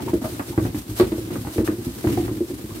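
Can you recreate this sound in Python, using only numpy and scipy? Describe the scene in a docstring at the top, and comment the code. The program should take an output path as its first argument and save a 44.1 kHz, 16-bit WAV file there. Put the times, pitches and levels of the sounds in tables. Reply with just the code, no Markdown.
"""Sheep bolt across the straw-bedded floor of a shed, a few metres from the microphone.
From the start straw hisses and crackles under their legs and the rest of the flock tramples softly behind.
A few hooves skid in short rough scrapes, most of them early on, as filtered noise and wavering tones.
Then hooves fall all through: damped sines and noise give each a low thump and a hollow knock, and those
that meet hard spots add a gritty, ringing clack. The shed returns a short diffuse echo of the near hooves."""
import sys
import numpy as np
from scipy import signal
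from scipy.fft import rfft, irfft
from scipy.io import wavfile

SR = 44100
rng = np.random.default_rng(int(sys.argv[2]) if len(sys.argv) > 2 else 0)


def bounce(signal):
    """Save signal as a 16-bit WAV file at the path given by the first command-line argument."""
    frames = np.transpose(np.atleast_2d(signal))
    limited = np.clip(frames, -1, 1)
    pcm = np.round(limited * 32767).astype(np.int16)
    wavfile.write(sys.argv[1], SR, pcm)


N = 123480
HOOF_S = 0.2   # length kept of every near blow

# spectrum of a hoof against a hard surface: f/Hz, relative level/dB per Hz
CLACK_SPECTRUM = [(250, -28), (480, 4.5), (750, 5), (1150, -0.5), (1500, -2.5), (2500, -12), (6000, -70)]


def from_db(db):
    """Decibels to gain."""
    return 10 ** (np.asarray(db) / 20)


def rms_one(x):
    """Scale to unit power."""
    return x / np.sqrt(np.mean(x ** 2) + 1e-20)


def in_time(rows):
    """Join the points of a curve by straight lines."""
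    return np.interp(np.arange(N) / SR, *np.transpose(rows))


def at_bins(points, size):
    """Read a curve over log frequency at the bins of a transform."""
    hz, value = np.transpose(points)
    bin_hz = np.arange(size // 2 + 1) * SR / size
    return np.interp(np.log(bin_hz + 1), np.log(hz), value)


def dying(t, t60):
    """Exponential decay by 60 dB in t60 seconds."""
    return np.exp(-np.log(1000) * t / t60)


def linger(kicks, t60):
    """Let every kick die away exponentially, adding to those before it."""
    return signal.lfilter([1], [1, -dying(1 / SR, t60)], kicks)


def colour(pair, spectrum):
    """Two unrelated signals become a stereo sound with this spectrum, alike in the bass; rms 1."""
    # how alike the two sides are: f/Hz, left-right correlation [-1 to 1]
    likeness = [(100, 0.97), (350, 0.88), (700, 0.36), (1400, -0.24), (2800, -0.038), (6000, -0.062),
                (14000, 0.026)]
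    size = pair.shape[1]
    mid, side = rfft(pair) * from_db(at_bins(spectrum, size))
    alike = np.clip(at_bins(likeness, size), -.99, .99)
    mid = mid * np.sqrt(1 + alike)
    side = side * np.sqrt(1 - alike)
    return rms_one(irfft(np.array([mid + side, mid - side]), size))


def add(out, s, sound):
    """Mix a sound in at a time, trimmed to the scene."""
    start = int(s * SR)
    first, last = max(start, 0), min(start + sound.shape[-1], N)
    out[:, first:last] += sound[..., first - start:last - start]


def ring(t, modes, pitch, hold_s=0):
    """Damped sines of a struck body, held at full strength for a moment before they decay."""
    decay_t = np.maximum(t - hold_s, 0)
    return sum(from_db(db) * dying(decay_t, t60) * np.sin(2 * np.pi * hz * pitch * t)
               for hz, db, t60 in modes)


def wavering(t, hz, waver, count=90):
    """A tone of height 1 whose pitch wanders by a share, slightly out of step on the two sides."""
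    knots = t[::count]
    pitch = hz * (1 + waver * np.interp(t, knots, rng.standard_normal(len(knots))))
    return np.sin(2 * np.pi * np.cumsum(pitch) / SR + rng.uniform(-1.28, 1, (2, 1)))


def flock():
    """Animals farther off trample in dull random thuds: noise swelled by kicks that die away over a bed."""
    # spectrum of the far trampling: f/Hz, relative level/dB per Hz
    trample_spectrum = [(25, -16), (40, -8), (55, -1.5), (90, -3), (120, 0.5), (165, -6), (240, 0),
                        (345, 2.5), (430, -10.5), (600, -18.5), (1100, -25.5), (2200, -25.5), (6000, -32)]
    # the far trampling comes and goes: t/s, level/dB
    trample_level = [(0, -30), (.45, -37.5), (.7, -29.5), (.85, -37), (1.07, -32.5), (1.3, -34.5),
                     (1.94, -34.5), (2.15, -27.5), (2.58, -37.5), (2.8, -36.5)]
    steps_per_s, step_t60_s, bed = 27, 0.16, .45
    steps = (rng.random(N) < steps_per_s / SR) * rng.uniform(0.53, 1, N)
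    thuds = bed + linger(steps, step_t60_s)
    trampling = colour(thuds * rng.standard_normal((2, N)), trample_spectrum)
    return from_db(in_time(trample_level)) * trampling


def straw():
    """Stalks rub in a soft hiss and snap in dense tiny clicks, bunched into short crunches."""
    # spectrum of hiss and clicks: f/Hz, relative level/dB per Hz
    straw_spectrum = [(500, 4.5), (1200, 2.5), (2200, -1.5), (4200, 0.5), (5400, -1.5), (7300, -2),
                      (9100, 2), (10500, -3), (12500, 1.5), (15500, -7.5)]
    # stirring of the straw: t/s, relative level/dB
    straw_level = [(0.0, -57), (0.02, -50.5), (0.12, -54.5), (0.14, -44.5), (0.21, -52), (0.22, -44.5),
                   (0.33, -42.5), (0.44, -47.5), (0.49, -41.5), (0.55, -48.5), (0.65, -43), (0.69, -52.5),
                   (0.79, -41), (0.81, -47.5), (0.88, -51), (0.9, -43.5), (0.95, -45.5), (0.985, -36),
                   (1.09, -49.5), (1.19, -43.5), (1.32, -51), (1.35, -46.5), (1.57, -43.5), (1.64, -50.5),
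                   (1.65, -41.5), (1.67, -37.5), (1.7, -46.5), (1.81, -47.5), (1.86, -43.5), (1.9, -48),
                   (1.96, -45), (2.12, -43.5), (2.21, -47.5), (2.46, -48), (2.49, -44), (2.53, -49.5),
                   (2.8, -45.5)]
    # lean across the stereo picture: f/Hz, left minus right/dB
    straw_balance = [(1000, -1), (3000, 0), (5000, -2.5), (8000, -5), (10500, 5), (13000, 5.5), (16000, 9)]
    hiss_db, crackle_db, snap_spread_db = 1.5, 1, 2
    snaps_per_s = 3000   # average on each side, denser as the straw stirs more
    crunches_per_s, crunch_size, crunch_t60_s = 42, 0.54, 0.048

    stir = from_db(in_time(straw_level))
    born = rng.random((2, N)) < snaps_per_s * stir / stir.mean() / SR
    heights = from_db(snap_spread_db * np.minimum(rng.exponential(1, (2, N)), 4))
    snaps = born * heights * rng.choice([-1, 1], (2, N))
    hiss = from_db(hiss_db) * colour(rng.standard_normal((2, N)), straw_spectrum)
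    crackle = from_db(crackle_db) * colour(snaps, straw_spectrum)
    # bundles of stalks give way at once
    breaks = (rng.random(N) < crunches_per_s / SR) * rng.uniform(0.78, 0.85, N)
    crunch = rms_one(1 + crunch_size * linger(breaks, crunch_t60_s))
    # half the difference goes to each side
    lean = from_db(at_bins(straw_balance, N) * np.array([[.5], [-.5]]))
    return stir * crunch * irfft(rfft(hiss + crackle) * lean, N)


def shed(x):
    """A short diffuse echo from the walls and roof: x convolved with noise that swells in and decays."""
    # colour of the echo: f/Hz, relative level/dB
    echo_spectrum = [(100, -7), (350, -3), (700, -1), (8000, -8)]
    swell_s, echo_t60_s = .012, 0.15
    t = np.arange(SR // 2) / SR
    tail = colour(rng.standard_normal((2, len(t))), echo_spectrum)
    tail = tail * dying(t, echo_t60_s) * np.minimum(t / swell_s, 1) ** 2
    return signal.fftconvolve(x, rms_one(tail) / np.sqrt(len(t)), axes=1)[:, :N]


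def skids(rise_s=0.00075, count=130):
    """A sliding hoof sticks and slips in a short, rough, rising scrape, with rubbing noise around it."""
    # skids: t/s, length before the decay/s, relative level/dB, f/Hz midway
    skid_rows = [(-0.005, 0.012, -34.5, 890), (0.076, 0.013, -32.5, 919), (0.236, 0.018, -39, 1190),
                 (0.241, .024, -30.5, 645.4), (0.526, 0.013, -40.5, 868), (2.706, 0.01, -45, 1100)]
    waver, roughness = .06, .6      # shares of pitch and of strength
    pitch_rise_per_s = 2            # share of the pitch per second
    skid_t60_s, rub_db = .065, -4   # rub against the scraping tone
    out, t = np.zeros((2, N)), np.arange(int(HOOF_S * SR)) / SR
    knots = t[::count]
    for s, length, db, hz in skid_rows:
        rub = colour(rng.standard_normal((2, len(t))), CLACK_SPECTRUM)
        grip = np.abs(1 + roughness * np.interp(t, knots, rng.standard_normal(len(knots))))
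        pitch = hz * (1 + pitch_rise_per_s * (np.minimum(t, length) - length / 2))
        scrape = rms_one(wavering(t, pitch, waver))
        slide = rms_one(grip * (scrape + from_db(rub_db) * rub))
        shape = np.minimum(t / rise_s, 1) * dying(np.maximum(t - length, 0), skid_t60_s)
        add(out, s, from_db(db) * slide * shape)
    return out


def grains(size, top_hz, count=30):
    """Gritty noise in tiny uneven clumps, dulled above its top by the bedding."""
    # spectrum of the grit: f/Hz, relative level/dB per Hz
    grit_spectrum = [(700, 5.5), (1300, 0.5), (1800, 0.5), (2400, -0.5), (3300, -1.5), (4400, 3),
                     (5600, -12), (14000, -31)]
    clump_db = 4 * rng.uniform(-1.8, 2.0, size // count + 1)
    clumps = np.repeat(from_db(clump_db), count)[:size]
    noise = colour(rng.standard_normal((2, size)) * clumps, grit_spectrum)
    return rms_one(signal.sosfilt(signal.butter(5, top_hz, fs=SR, output="sos"), noise))


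def wood(t, side_phase=0.27):
    """One blow on the woody modes, each reaching the two sides slightly out of step."""
    # woody ring in a clack: f/Hz, relative level/dB, t60/s
    wood_modes = [(466, 0, 0.099), (747, 0.5, 0.075), (941, -2, 0.13), (1126, -9.5, 0.062),
                  (1503, -14, 0.12), (1765, -12.5, 0.099), (1940, -8.5, 0.11)]
    wood_db, spread_db = -10, 2   # every blow strikes these modes differently
    out = 0
    for hz, db, t60 in wood_modes:
        phase = rng.uniform(0, 2 * np.pi) + side_phase * rng.standard_normal((2, 1))
        gain = from_db(wood_db + db + spread_db * rng.standard_normal())
        out = out + gain * dying(t, t60) * np.sin(2 * np.pi * hz * t + phase)
    return out


def clatter(t):
    """The envelope of a blow's first snap, then smaller ones at random as the hoof settles."""
    rebounds_per_s, rebound_size = 130, .8
    snap_db, snap_t60_s = 3, .014
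    born = rng.random(len(t)) < rebounds_per_s / SR
    jolts = born * rng.random(len(t)) * rebound_size * dying(t, HOOF_S)
    jolts[0] = 1
    return from_db(snap_db) * linger(jolts, snap_t60_s)


def clacks():
    """A hoof that meets something hard clatters, crushes grit and sets that spot ringing at its own pitch."""
    # hard blows: t/s, clack level/dB, grit level/dB, top of the grit f/Hz, ring level/dB, ring f/Hz
    # (levels relative, ring pitch wavers)
    hard_blows = [(0.395, -30.5, -31.5, 2400, -46, 610), (0.134, -41, -41, 1800, -24, 610),
                  (0.577, -25, -38, 1750, -23, 798), (0.651, -32, -42, 2400, -26, 660),
                  (0.745, -41, -39, 2440, -39, 714), (0.217, -39, -48, 1800, -37, 640),
                  (0.9985, -18.5, -25, 4900, -15, 1123), (1.009, -29, -36, 4700, -26, 1000),
                  (1.028, -35, -42, 4300, -39, 735), (1.120, -34, -38.5, 3930, -26, 643),
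                  (1.181, -43, -49, 2200, -26.5, 510), (1.304, -37.5, -43, 1490, -42.5, 1105),
                  (1.356, -30, -51, 1700, -33, 1182), (1.449, -37.5, -49, 1700, -29, 816),
                  (1.470, -32.5, -39, 2200, -37, 933), (1.582, -29, -35, 2320, -16, 480),
                  (1.607, -41, -50, 1500, -27, 490), (1.676, -34, -30, 2300, -26, 1750),
                  (2.041, -34, -35, 2210, -22, 680), (2.072, -33, -34.5, 2880, -25.5, 610),
                  (2.175, -34, -54, 1500, -16.5, 745), (2.280, -43.5, -33.5, 1980, -32, 1014)]
    noise_db, noise_t60_s = .5, .1
    grit_gain_db, grit_t60_s = 7, .1
    tock_waver, tock_t60_s = .06, .045   # waver as a share of the pitch
    rise_s = .0004
    out, t = np.zeros((2, N)), np.arange(int(HOOF_S * SR)) / SR
    for s, clack_db, grit_db, top_hz, tock_db, tock_hz in hard_blows:
        snap = clatter(t)
        noise = from_db(noise_db) * colour(rng.standard_normal((2, len(t))), CLACK_SPECTRUM)
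        clack = noise * (dying(t, noise_t60_s) + snap) / 2 + wood(t)
        grit = from_db(grit_gain_db) * grains(len(t), top_hz) * (dying(t, grit_t60_s) + snap) / 2
        tock = wavering(t, tock_hz, tock_waver) * dying(t, tock_t60_s)
        blow = from_db(clack_db) * clack + from_db(grit_db) * grit + from_db(tock_db) * tock
        add(out, s, blow * np.minimum(t / rise_s, 1))
    return out


def hooves():
    """Each hoof rings the floor in low damped sines and knocks on the packed bedding."""
    # hoof falls: t/s, thump level/dB, knock level/dB, knock pitch f/Hz (levels relative)
    hoof_falls = [(0.063, -48, -24, 334), (0.133, -29, -12, 322.5), (0.144, -40, -15, 317),
                  (0.216, -42, -22.5, 265), (0.245, -25, -26, 244), (0.322, -29, -30, 342),
                  (0.395, -33, -23.5, 280), (0.498, -26, -28, 335), (0.577, -14.5, -13.5, 321),
                  (0.622, -19, -25.5, 338), (0.65, -19, -21.5, 276), (0.69, -28.5, -33, 294),
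                  (0.745, -27, -20.5, 302), (0.775, -24.5, -32, 269), (0.891, -26, -28, 299),
                  (0.91, -24, -29.5, 306), (0.998, -28, -11, 350), (1.009, -29, -14, 349.7),
                  (1.028, -22.5, -18.5, 358), (1.065, -24, -32, 300), (1.119, -31, -16, 321),
                  (1.181, -26.5, -25.5, 332), (1.245, -32, -33, 319), (1.302, -45, -35.5, 307),
                  (1.357, -49, -22.5, 283), (1.383, -24, -31.5, 271), (1.411, -26.5, -30, 269),
                  (1.448, -29, -30.5, 262), (1.471, -29, -27.5, 306), (1.560, -47, -23, 334),
                  (1.582, -15, -17.5, 332.5), (1.595, -38, -14.5, 334), (1.633, -39, -24.5, 329),
                  (1.676, -27.5, -32, 303), (1.685, -29, -14, 319.6), (1.728, -30, -26.5, 340),
                  (1.783, -29, -27.5, 346), (1.868, -24, -21.5, 262.6), (1.935, -34, -40, 310),
                  (2.042, -30, -16.5, 335), (2.067, -14.5, -17, 306), (2.092, -26, -19, 333),
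                  (2.174, -20, -17.5, 343), (2.199, -30, -20.5, 298), (2.232, -21.5, -27.5, 277),
                  (2.286, -27, -27.5, 363), (2.313, -24.5, -20.5, 311), (2.363, -31, -27.5, 303),
                  (2.406, -43, -17, 344), (2.499, -34, -27, 361), (2.533, -32.5, -30, 299),
                  (2.641, -26, -28.5, 317), (2.716, -26, -35, 274)]
    # low ring of the floor: f/Hz before the 0.99 tuning below, relative level/dB, t60/s
    floor_modes = [(58.2, -1.5, 0.21), (93.5, 0.5, 0.12), (114.3, -1, 0.22), (159, -16, 0.049)]
    # hollow knock: multiple of the knock pitch, relative level/dB, t60/s
    knock_modes = [(0.681, -6, 0.097), (1.001, 5, 0.061), (1.219, -7.5, 0.051), (1.552, -16.5, 0.068)]
    # spectrum of the noise in a knock: f/Hz, relative level/dB per Hz
    body_spectrum = [(100, 10.5), (180, -11), (250, 12), (345, 5.5), (430, -7), (560, -24), (900, -34),
                     (2000, -52)]
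    knock_contact_s, thump_contact_s = 0.0024, 0.0029   # the bedding cushions each blow
    knock_hold_s, body_db, body_t60_s = .006, -11, 0.14
    out, t = np.zeros((2, N)), np.arange(int(HOOF_S * SR)) / SR
    cushion = 1 - np.exp(-t / knock_contact_s)
    thump = ring(t, floor_modes, 0.99) * (1 - np.exp(-t / thump_contact_s))
    for s, thump_db, knock_db, hz in hoof_falls:
        noise = colour(rng.standard_normal((2, len(t))), body_spectrum)
        body = from_db(body_db) * noise * dying(t, body_t60_s)
        knock = cushion * (body - ring(t, knock_modes, hz, knock_hold_s))
        add(out, s, from_db(thump_db) * thump + from_db(knock_db) * knock)
    return out


def scene():
    """Near hooves with their echo, over straw and the distant flock."""
    echo_db = -10.5
    background = flock() + straw()
    feet = skids() + clacks() + hooves()
    return background + from_db(echo_db) * shed(feet) + feet


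def record(dry):
    """The microphone loses the deepest bass; the top is cut steeply."""
    low_cut_hz, top_cut_hz = 67, 15750
    low_cut = signal.butter(3, low_cut_hz, "high", fs=SR, output="sos")
    top_cut = signal.ellip(12, .1, 80, top_cut_hz, fs=SR, output="sos")
    return signal.sosfilt(top_cut, signal.sosfilt(low_cut, dry))


dry = scene()
out = record(dry)
bounce(out)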